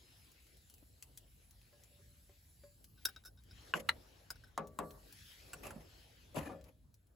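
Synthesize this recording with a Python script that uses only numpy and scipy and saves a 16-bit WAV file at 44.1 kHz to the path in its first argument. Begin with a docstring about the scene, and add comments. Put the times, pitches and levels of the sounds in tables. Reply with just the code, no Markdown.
"""Canvas tent with a sheet-steel stove, someone cooking. Knocks on and near the stove, a spoon on a mug and a jar's
wire clasp ring as damped modes plus noise bursts; things pushed over the steel shake it by stick and slip.
A knife touches a steel pan and scrapes fat into it: struck, then rubbed pan modes. The fire ticks (noise bursts)
and rumbles; sleeves rustle and a thin hiss lies under all (shaped, patchy noise); thin sagging sines whistle faintly."""
import sys
import numpy as np
from scipy import signal
from scipy.fft import rfft, irfft, next_fast_len
from scipy.io import wavfile
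from scipy.ndimage import uniform_filter1d, map_coordinates

SR = 44100
rng = np.random.default_rng(int(sys.argv[2]) if len(sys.argv) > 2 else 0)


def inscribe(sig):
    """Save sig as 16-bit PCM at rate SR to the path in sys.argv[1].

    A 1-D sig is mono; a 2-D sig holds one channel per row.
    Samples are clipped to [-1, 1] before scaling.
    """
    pcm = np.round(np.clip(np.atleast_2d(sig).T, -1, 1) * 32767)
    wavfile.write(sys.argv[1], SR, pcm.astype(np.int16))


N = 315393

# Knocks and thuds on and near the stove. Each row: start in seconds, level in dB, pitch in Hz, second mode in Hz,
# stove ring in dB, snap in dB, chatter in seconds, left over right in dB.
KNOCKS = [(0.825, -50, 298, 577, -50, -28, 0.0073, 6), (3.738, -12, 1520, 2800, -34.5, -40.5, 0.0023, 0.5),
          (3.743, -29, 1350, 1060, -19.5, -28.5, 0.0051, -4),
          (3.889, -16, 1345, 2890, -47, -14, 0.0063, -5.5), (3.892, -10, 1945, 4000, -54, -24.5, 0.003, 7),
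          (5.533, -29.5, 1500, 2730, -32, -2.5, 0.013, 1), (5.635, -41, 1120, 2550, -27, -9, 0.011, -3),
          (5.648, -35, 930, 656, -17.5, -15, 0.013, -3), (5.667, -37, 730, 2740, -25, -3, 0.01, -3),
          (5.707, -37.5, 1510, 2960, -19.5, -3.5, 0.0084, -2.5),
          (5.76, -35, 236, 163, -31.5, -44.5, 0.0058, -4.5), (5.779, -38.5, 220, 150, -36, -37, 0.0036, -2),
          (6.345, -46.5, 596, 1990, -6, -3.5, 0.0071, 7), (6.368, -19.5, 603, 930, -25.5, -25.5, 0.0051, 2),
          (6.373, -22, 164, 321, -44.5, -52, 0.005, 2), (6.404, -29, 109, 302, -32, -45, 0.004, -0.5),
          (6.409, -35, 600, 1910, -33, -24, .008, -4), (6.492, -36.5, 624, 990, -14.5, -37, 0.01, 3),
          (6.511, -31.5, 266, 89, -23.5, -46.5, .012, 2)]
# Modes of the stove's steel sheets. Each row: frequency in Hz, level in dB, unloaded t60 in seconds.
STOVE_MODES = [(152, -4, 0.3), (165, -0.5, 0.29), (218.2, -4.5, 0.35), (294.6, -10.5, 0.466),
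               (411, -6, 0.4), (492, -5, 0.39), (546, -3, 0.34), (594, -4.5, 0.27), (620, -9, 0.51),
               (728, -6, 0.25), (811, -1.5, 0.14), (986, -4, 0.17), (1705, -6, 0.13), (1920, -11, 0.037)]
# Spectrum of the stove's dense wash. Each row: frequency in Hz, relative density in dB per Hz.
WASH_SPECTRUM = [(50, -24), (130, -6), (530, 0.5), (1200, -4), (1600, -14.5), (5000, -30), (11000, -65.5)]
# Decay of that wash. Each row: frequency in Hz, t60 in seconds.
WASH_T60 = [(150, 0.25), (600, 0.21), (1500, 0.17), (4000, 0.087)]
# Modes of the mug. Each row: frequency in Hz, level in dB, t60 in seconds.
MUG_MODES = [(1147, 1.5, 0.38), (1165, 1, 0.23)]
# The stove top left humming. Each row: start in seconds, level in dB, favoured pitch in Hz.
HUMS = [(3.76, -42.5, 562), (6.515, -43, 548)]
# Spoon on the mug's rim. Each row: start in seconds, level in dB.
TAPS = [(4.5772, -18), (4.7885, -17.5)]
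# Modes of the wooden spoon. Each row: frequency in Hz, level in dB, t60 in seconds.
SPOON_MODES = [(1104, 1, 0.01), (1830, -12, 0.0077), (3830, -22.5, 0.013)]
# Clasp on jar. Each row: start in seconds, level in dB, belly modes in dB, middle modes in dB, top modes in dB,
# rattle in seconds.
CLINKS = [(2.975, -62, 7, 0, -10, 0.03), (3.052, -43, 14, -4, 14.5, 0.0053), (3.055, -34, 8, 13, 5, 0.0047),
          (3.068, -47, -6, -8, -12.5, 0.004), (3.087, -42.5, -6, -4, -4, 0.013),
          (3.162, -47.5, 6, 0, -16, 0.0058), (3.174, -80, -4, 5, 5, 0.0025), (3.238, -65, 5, 7, -1, 0.0062),
          (3.250, -49.5, -1, 9, 2, 0.036), (3.373, -66.5, 6, 6, -16, 0.027),
          (3.510, -61.5, 6, 9, -5, 0.0084), (4.304, -38.5, -8, 5.5, -1, 0.0087),
          (4.357, -56.5, -12, 0, -10, 0.012), (4.437, -53.5, -8, -2, -14, 0.014),
          (4.469, -61.5, -6.5, -3, -7.5, 0.025)]
# Modes of the jar's glass. 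Each row: frequency in Hz before detuning, level in dB, t60 in seconds.
GLASS_MODES = [(1519, 2, 0.037), (2640, -22, 0.05), (3800, -2.5, 0.035), (4920, -6.5, 0.015),
               (5130, -7, 0.021), (5350, -5, 0.028), (5650, -10, .015), (7480, -12, 0.01),
               (8400, -3, 0.024), (11230, -2, 0.013)]
# Things pushed over steel. Each row: start in seconds, hold in seconds, release t60 in seconds, body in dB,
# grit in dB, singing against the grit in dB.
SLIDES = [(3.74, 0.013, 0.12, -60, -50, -18), (3.783, 0.0068, 0.029, -72, -52, -27),
          (5.621, 0.025, 0.3, -57, -53.5, -27), (5.793, 0.0093, 0.15, -62.5, -64.5, -14),
          (6.346, 0.019, 0.34, -45, -48.5, -18), (6.401, 0.05, 0.36, -51, -63.5, 5.5),
          (6.634, 0.041, 0.1, -68, -71.5, -20)]
# Spectrum of the grating. Each row: frequency in Hz, relative density in dB per Hz.
GRIT_SPECTRUM = [(1000, -26.5), (1900, -2), (2600, -2), (4000, -12), (8000, -11), (13000, -6.5),
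                 (16500, -35.5)]
# Singing modes of the scraped steel. Each row: frequency in Hz, level in dB.
SCRAPED_MODES = [(1740, -0.5), (1985, -4.5), (2450, -9.5)]
# Knife on pan. Each row: start in seconds, level in dB, brightness in dB per octave, scrape in seconds.
TOUCHES = [(1.725, -71, 5, 0.02), (1.985, -72, 1, 0.034), (2.294, -68.5, -1, 0.006),
           (2.636, -64.5, 3, 0.008)]
# The blade dragged over the pan. Each row: start in seconds, length in seconds, level in dB.
STROKES = [(1.748, 0.23, -74.5), (2.02, 0.17, -80)]
# Modes of the steel pan. Each row: frequency in Hz, level in dB, t60 in seconds.
PAN_MODES = [(400, 6, 0.08), (577, 8, 0.21), (1060, -9, 0.14), (1660, -14.5, 0.39), (2030, -23, 0.22),
             (4690, -17.5, 0.4)]
# Ticks of the fire. Each row: start in seconds, level in dB, centre in Hz.
TICKS = [(0.317, -52.5, 10700), (0.468, -53, 7500), (0.5706, -52, 10800), (0.6989, -44, 10400),
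         (0.7396, -46, 11900), (0.782, -53.5, 11900), (1.0249, -38, 7700), (1.1746, -36, 9200),
         (1.509, -48, 10600), (1.615, -53.5, 3280), (1.836, -48.5, 7500), (2.8431, -45, 11400),
         (3.437, -53, 11260), (4.6718, -46.5, 11230), (4.9073, -47, 4080), (5.1256, -42.5, 10700),
         (6.6118, -56, 4140), (6.641, -53, 11200), (6.942, -52.5, 11800), (7.07, -61.5, 9000)]
# Faint falling whistles. Each row: start in seconds, length in seconds, starting pitch in Hz, level in dB.
WHISTLES = [(0.0, 0.11, 5270, -76.5), (0.105, 0.077, 5180, -77), (.17, .12, 5200, -77)]
# Sleeves sweeping past. Each row: loudest moment in seconds, seconds to rise 10 dB, seconds to fall 10 dB,
# rustle in dB, its treble in dB.
SWISHES = [(0.2, 3, 0.6, -70.5, -76.5), (1.9, 1.25, 1.1, -76, -86), (3.05, 0.07, 0.17, -70.5, -80),
           (3.711, 0.21, 0.02, -62.5, -71), (4.171, 0.4, 0.46, -69.5, -75.5),
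           (5.24, 0.21, .5, -62.5, -66.5), (5.921, -0.15, 0.55, -67, -73.5)]
# Spectrum of cloth. Each row: frequency in Hz, relative density in dB per Hz.
RUSTLE_SPECTRUM = [(760, -33), (1300, -8), (1620, -3), (3000, -1), (4590, -4), (5510, -4), (8000, -17.5),
                   (10400, -40.5), (17600, -120)]
# Low noise over time. Each row: time in seconds, rumble of the fire in dB, low-mid murmur that swells after
# blows on the stove in dB.
LOW_NOISE_LEVELS = [(0.0, -69, -73.5), (0.52, -67, -78.5), (3.34, -66, -79), (3.76, -61.5, -63.5),
                    (4.22, -64, -75), (4.62, -63.5, -73.5), (4.74, -60, -66.5), (5.34, -63, -71.5),
                    (5.65, -62, -65), (6.15, -67, -71.5), (6.57, -57, -70), (6.76, -63, -80),
                    (7.15, -69, -79)]
# Spectrum of the fire's draught. Each row: frequency in Hz, relative density in dB per Hz.
RUMBLE_SPECTRUM = [(22, -45.5), (33, -25), (45, -0.5), (59, -1), (100, -4.5), (130, -10), (300, -23.5),
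                   (500, -49.5)]
# Spectrum of the low-mid murmur. Each row: frequency in Hz, relative density in dB per Hz.
MURMUR_SPECTRUM = [(120, -33.5), (250, 2), (500, 2), (1000, -7), (1800, -13), (3000, -43)]
# Level of the hiss over time, rising and falling. Each row: time in seconds, level in dB.
HISS_LEVELS = [(0, -71), (1.35, -72.5), (2.7, -70.5), (3.2, -79), (3.95, -75), (4.62, -89.5), (4.86, -67.5),
               (6.25, -78.5), (6.55, -85), (7.15, -86)]
# Spectrum of the hiss. Each row: frequency in Hz, relative density in dB per Hz.
HISS_SPECTRUM = [(2500, -25), (4000, 0), (6000, -5), (8000, 2.5), (11000, 3.5), (14000, 2), (15700, -5.5),
                 (16100, -38.5)]
# Stereo likeness of the noises. Each row: frequency in Hz, left-right correlation.
ALIKE = [(60, 1), (200, 0.76), (500, 0.267), (1200, 0.026), (2500, 0.3), (4000, 0.56), (6000, 0.14),
         (7000, 1), (16000, 0.98)]
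# Lean of the noises. Each row: frequency in Hz, left over right in dB.
LEFT_LEAN = [(60, 1), (150, -0.5), (380, 3.5), (950, 0.5), (2380, 5), (5980, 2), (15000, -1.5)]
# Answer of the canvas walls. Each row: frequency in Hz, t60 in seconds.
TENT_T60 = [(300, 0.036), (2000, 0.068), (10000, 0.048)]
# Phase between left and right in the treble, in steps. Each row: frequency in Hz, phase in turns.
STEREO_PHASE = [(0, 0), (7500, 0), (8600, .5), (9500, .5), (10600, 1), (11600, 1), (12800, 1.5),
                (13700, 1.5), (14700, 2), (16500, 2)]

KNOCK_T60_S, DEEPER_LONGER = 0.013, 0.63  # at 1 kHz; power by which deep knocks last longer
OVERTONE_DB = -3.5  # a knocked thing's second mode
MUG_UNDER_STOVE_DB = 23.5  # the mug hums along when the stove is shaken
HUM_FALL_DB_PER_OCTAVE = 70  # loss away from the favoured pitch
TAP_STOVE_DB, TAP_MUG_DB, TAP_SNAP_DB, TAP_PAN_DB = -24.5, -30, -13.5, 2.5
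JAR_PAN_DB = 2.5
CLINK_DETUNE = 0.005  # relative; small random detuning of the glass modes at each clink
GRIP_S = 0.017  # a push takes hold
WHISTLE_SAG_HZ_PER_S = 2600
CLOTH_DB = -93.5  # the canvas never rests
TOP_HZ = 16600


def amp(db):
    """Decibels to gain."""
    return 10 ** (np.asarray(db) / 20)


def unit(x):
    """Scaled to rms 1."""
    return x / np.sqrt(np.mean(x ** 2) + 1e-20)


def along(points, hz):
    """Interpolates (Hz, value) points on a log axis."""
    point_hz, values = np.transpose(points)
    return np.interp(np.log(hz + 1), np.log(point_hz + 1), values)


def curves(rows):
    """One value per sample for each column after the time."""
    time_s, *columns = np.transpose(rows)
    return [np.interp(np.arange(N) / SR, time_s, column) for column in columns]


def wobble(rate_hz):
    """A smooth random curve with rate_hz knots a second."""
    knots = rng.standard_normal(int(N * rate_hz / SR) + 4)
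    return map_coordinates(knots, [np.arange(N) * rate_hz / SR])


def filtered(x, response):
    """x times a complex response of frequency."""
    n = x.shape[-1]
    size = next_fast_len(n + 8192)
    return irfft(rfft(x, size) * response(np.fft.rfftfreq(size, 1 / SR)), size)[..., :n]


def rush(spectrum, patchy_db):
    """Stereo noise of rms 1 with time-frequency patches of random gain."""
    z = signal.stft(rng.standard_normal((2, N)), nperseg=512)[2]
    patches = uniform_filter1d(rng.standard_normal(z.shape[1:]), size=6, axis=0)
    patches = uniform_filter1d(patches, size=12, axis=1)
    pair = signal.istft(z * amp(patchy_db * unit(patches)), nperseg=512)[1][:, :N]

    def mid_side(hz):
        turn = np.arccos(np.clip(along(ALIKE, hz), -1, 1)) / 2  # sets the left-right correlation
        return amp(along(spectrum, hz)) * [np.cos(turn), np.sin(turn)]

    mid, side = filtered(pair, mid_side)
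    lean = lambda hz: amp(np.outer([0.5, -0.5], along(LEFT_LEAN, hz)))
    return unit(filtered(np.array([mid + side, mid - side]), lean))


def dying(t60s):
    """Two noises in which each frequency dies at its own speed, first one scaled to energy 1."""
    hz, t, z = signal.stft(rng.standard_normal((2, SR // 2)), SR, nperseg=256)
    decay = amp(-60 * t / along(t60s, hz)[:, None])
    tail = signal.istft(z * decay, SR, nperseg=256)[1][:, :SR // 2]
    return tail / np.linalg.norm(tail[0])


def level(hz):
    """A blow that favours no mode."""
    return 0


def ring(modes, tilt, scatter_db, attack_s):
    """A struck body: damped sines at scattered strengths; tilt(hz) is the blow's colour in dB."""
    t = np.arange(SR // 2) / SR
    hz, db, t60_s = np.transpose(modes)[:, :, None]
    mode_db = db + tilt(hz) + scatter_db * rng.standard_normal(hz.shape)
    sign = rng.choice([-1, 1], hz.shape)
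    sines = sign * amp(mode_db - 60 * t / t60_s) * np.sin(2 * np.pi * hz * t)
    return np.sum(sines, axis=0) * (1 - np.exp(-t / attack_s))


def crack(hz, width, t60_s):
    """A decaying noise burst through one broad resonance, peak 1; width is relative to hz."""
    burst = rng.standard_normal(SR // 2) * amp(-60 * np.arange(SR // 2) / SR / t60_s)
    burst = filtered(burst, lambda f: 1j * f * width * hz / (hz * hz - f * f + 1j * f * width * hz))
    return burst / np.abs(burst).max()


def rattled(sound, length_s, chance=None):
    """The sound set off by a first contact and weaker uneven ones; the contacts have energy 1."""
    if chance is None:
        chance = rng.standard_normal(SR // 10)
    left = np.clip(1 - np.arange(SR // 10) / SR / length_s, 0, 1)
    contacts = left ** 0.6 * chance ** 3
    # the shorter the rattle, the more lies in the first blow
    contacts[0] = np.linalg.norm(contacts) * 0.01 / length_s
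    return signal.fftconvolve(sound, contacts / np.linalg.norm(contacts))[:len(sound)]


def silence():
    """An empty stereo mix with room for the last tails."""
    return np.zeros((2, N + SR))


def add(mix, start_s, sound, pan_db, wet_db):
    """Places a sound with its own decaying answer from the canvas walls, 4 ms late."""
    late = np.pad(dying(TENT_T60), ((0, 0), (SR // 250, 0)))
    answer = signal.fftconvolve(np.atleast_2d(sound), late, axes=1)[:, :SR // 2]
    placed = (sound + amp(wet_db) * answer) * amp([[pan_db / 2], [-pan_db / 2]])
    mix[:, round(start_s * SR):][:, :SR // 2] += placed


def knock(modes, stove_db, mug_db, snap_db):
    """A blow: the struck thing's own modes, a snap, and the stove and mug that it shakes."""
    hz, _, t60_s = modes[0]
    struck = ring(modes, level, scatter_db=0.5, attack_s=1.3 / hz)  # a soft contact swells over a cycle or two
    struck += amp(-15.5) * crack(0.7 * hz, 0.2, 3 * t60_s)
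    wash = filtered(dying(WASH_T60), lambda f: amp(along(WASH_SPECTRUM, f)))  # modes too dense to tell apart
    wash = 0.48 * wash.mean(axis=0) + 0.44 * wash
    wash = wash * (1 - np.exp(-np.arange(SR // 2) / SR / 0.002))
    stove = ring(STOVE_MODES, level, scatter_db=0.0, attack_s=0.019)  # the big sheets answer late
    stove = stove + amp(10.5) * wash / np.abs(wash).max()
    mug = ring(MUG_MODES, level, scatter_db=0.5, attack_s=0.0013)
    snap = crack(8200, 0.36, 1.3 * t60_s)
    return struck + amp(stove_db) * stove + amp(mug_db) * mug + amp(snap_db) * snap


def knocks():
    """Two damped modes, deeper ones longer, that shake stove and mug; contacts chatter alike on both sides."""
    mix = silence()
    for start_s, db, hz, second_hz, stove_db, snap_db, chatter_s, pan_db in KNOCKS:
        t60_s = KNOCK_T60_S * (1000 / hz) ** DEEPER_LONGER
        modes = [(hz, 0, t60_s), (second_hz, OVERTONE_DB, t60_s)]
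        blow = knock(modes, stove_db, stove_db - MUG_UNDER_STOVE_DB, snap_db)
        chance = rng.standard_normal(SR // 10)
        chattered = np.array([rattled(side, chatter_s, chance) for side in blow])
        add(mix, start_s, amp(db) * chattered, pan_db, wet_db=-11.0)
    return mix[:, :N]


def hums():
    """Stove modes near a favoured pitch ring on."""
    mix = silence()
    for start_s, db, hz in HUMS:
        tilt = lambda f: -HUM_FALL_DB_PER_OCTAVE * np.abs(np.log2(f / hz))
        hum = ring(STOVE_MODES, tilt, scatter_db=2.5, attack_s=0.01)
        add(mix, start_s, amp(db) * hum, pan_db=1.5, wet_db=-9)
    return mix[:, :N]


def taps():
    """The spoon's short modes, with the mug and the stove below it shaken."""
    mix = silence()
    for start_s, db in TAPS:
        tap = knock(SPOON_MODES, TAP_STOVE_DB, TAP_MUG_DB, TAP_SNAP_DB)
        add(mix, start_s, amp(db) * tap, TAP_PAN_DB, wet_db=-11.0)
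    return mix[:, :N]


def clinks():
    """Wire rattling on glass: detuned jar modes, contact noise in three bands and a dull body."""
    mix = silence()
    for start_s, db, belly_db, middle_db, top_db, rattle_s in CLINKS:
        band_db = [0, belly_db, middle_db, middle_db, top_db]
        tilt = lambda hz: np.interp(hz, [2000, 4200, 4500, 6300, 7000], band_db)
        detuned = [(hz * (1 + CLINK_DETUNE * rng.standard_normal()), mode_db, t60_s)
                   for hz, mode_db, t60_s in GLASS_MODES]
        clink = ring(detuned, tilt, scatter_db=2, attack_s=0.0005)
        clink += amp(top_db + 5.5) * crack(12000, 0.33, 0.034)
        clink += amp(middle_db - 6.0) * crack(5200, 0.8, 0.014)
        clink += amp(-6.5) * crack(3300, 1.0, 0.018)
        clink += amp(-9.5) * crack(420, 1.5, 0.062)  # the jar's dull body
        add(mix, start_s, amp(db) * rattled(clink, rattle_s), JAR_PAN_DB, wet_db=-8)
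    return mix[:, :N]


def slides():
    """Stick and slip: uneven lumps of friction shake the stove's sheets and grate on its surface."""
    lumps = wobble(90)
    push = unit(amp(3 * lumps) * rng.standard_normal(N))
    grit = unit(amp(2.2 * lumps) * rush(GRIT_SPECTRUM, patchy_db=2.5))
    thrum = unit(amp(2.7 * lumps) * rush(WASH_SPECTRUM, patchy_db=-1.0))
    shake, grate, sing = np.zeros((3, N))
    t = np.arange(N) / SR
    for start_s, hold_s, t60_s, body_db, grit_db, sing_db in SLIDES:
        grip = np.clip((t - start_s) / GRIP_S, 0, 1) ** 2
        force = grip * amp(-60 * np.maximum(t - start_s - GRIP_S - hold_s, 0) / t60_s)
        shake = np.hypot(shake, amp(body_db) * force)
        grate = np.hypot(grate, amp(grit_db) * force)
        sing = np.hypot(sing, amp(grit_db + sing_db) * force)
    # damped by the weight that rests on the sheet
    loaded = [(hz, db, 0.22 * t60_s) for hz, db, t60_s in STOVE_MODES]
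    sheets = ring(loaded, level, scatter_db=5.5, attack_s=0.00012)
    song = ring([(hz, db, 0.05) for hz, db in SCRAPED_MODES], level, scatter_db=4.5, attack_s=0.00035)
    body = signal.fftconvolve(shake * push, sheets / np.linalg.norm(sheets))[:N]
    body += signal.fftconvolve(sing * push, song / np.linalg.norm(song))[:N]
    return body * amp([[1.5], [-1.5]]) + amp(-3.0) * shake * thrum + grate * grit


def touches():
    """Knife on pan: pan modes and a low burst, set off by scraping contacts."""
    mix = silence()
    for start_s, db, bright_db, scrape_s in TOUCHES:
        tilt = lambda f: bright_db * np.log2(f / 600)
        pan = ring(PAN_MODES, tilt, scatter_db=1.5, attack_s=0.0005)
        pan += amp(7) * crack(500, 1.5, 0.04)
        add(mix, start_s, amp(db) * rattled(pan, scrape_s), pan_db=1.5, wet_db=-9)
    return mix[:, :N]


def swell(start_s, length_s):
    """A soft-edged window."""
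    return np.sin(np.pi * np.clip((np.arange(N) / SR - start_s) / length_s, 0, 1)) ** 0.5


def strokes():
    """Uneven friction of the blade keeps the pan's modes alive."""
    pan = ring(PAN_MODES, level, scatter_db=1.5, attack_s=0.0005)
    friction = unit(amp(6.1 * wobble(67)) * rng.standard_normal(N))
    rub = sum(amp(db) * swell(start_s, length_s) for start_s, length_s, db in STROKES) * friction
    return signal.fftconvolve(rub, pan / np.linalg.norm(pan))[:N]


def ticks():
    """Short broad-band bursts from the fire."""
    mix = silence()
    for start_s, db, hz in TICKS:
        add(mix, start_s, amp(db) * crack(hz, 2.1, 0.023), pan_db=3.5, wet_db=-5.0)
    return mix[:, :N]


def whistles():
    """Thin wavering tones that each sag in pitch."""
    t = np.arange(N) / SR
    waver_hz = 30 * wobble(40)
    total = np.zeros(N)
    for start_s, length_s, hz, db in WHISTLES:
        pitch_hz = hz - WHISTLE_SAG_HZ_PER_S * np.clip(t - start_s, 0, length_s) + waver_hz
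        tone = np.sqrt(2) * np.sin(2 * np.pi * np.cumsum(pitch_hz) / SR)
        total += amp(db) * swell(start_s, length_s) * tone
    return total


def cloth_and_hiss():
    """Rubbed cloth as patchy noise over a constant floor; each sleeve also lifts the thin hiss."""
    t = np.arange(N) / SR
    (hiss_db,) = curves(HISS_LEVELS)
    cloth, treble = amp(CLOTH_DB), amp(hiss_db)
    for peak_s, rise_s, fall_s, db, treble_db in SWISHES:
        swell_db = -10 * ((t - peak_s) / np.where(t < peak_s, rise_s, fall_s)) ** 2
        cloth = np.hypot(cloth, amp(db + swell_db))
        treble = np.hypot(treble, amp(treble_db + swell_db))
    rustle = cloth * amp(0.59 * wobble(29)) * rush(RUSTLE_SPECTRUM, patchy_db=3.0)
    return rustle + treble * rush(HISS_SPECTRUM, patchy_db=3.5)


def draught_and_murmur():
    """Wavering low noise: the fire's draught in the flue and a low-mid murmur that swells after blows on the stove."""
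    rumble_db, murmur_db = curves(LOW_NOISE_LEVELS)
    rumble = amp(rumble_db + 1.2 * wobble(9)) * rush(RUMBLE_SPECTRUM, patchy_db=1.2)
    murmur = amp(murmur_db + 2.1 * wobble(4.2)) * rush(MURMUR_SPECTRUM, patchy_db=3.5)
    return rumble + murmur


def scene():
    """All sources together in stereo."""
    stove_side = knocks() + hums() + taps() + clinks() + slides()
    pan = touches() + strokes()
    background = ticks() + whistles() + cloth_and_hiss() + draught_and_murmur()
    return stove_side + pan + background


def record(dry):
    """Left and right differ in phase in the treble; nothing is kept above the band limit."""
    phase = lambda hz: np.exp(1j * np.pi * np.outer([-1, 1], along(STEREO_PHASE, hz)))
    return filtered(dry, lambda hz: phase(hz) * (hz < TOP_HZ))


dry = scene()
out = record(dry)
inscribe(out)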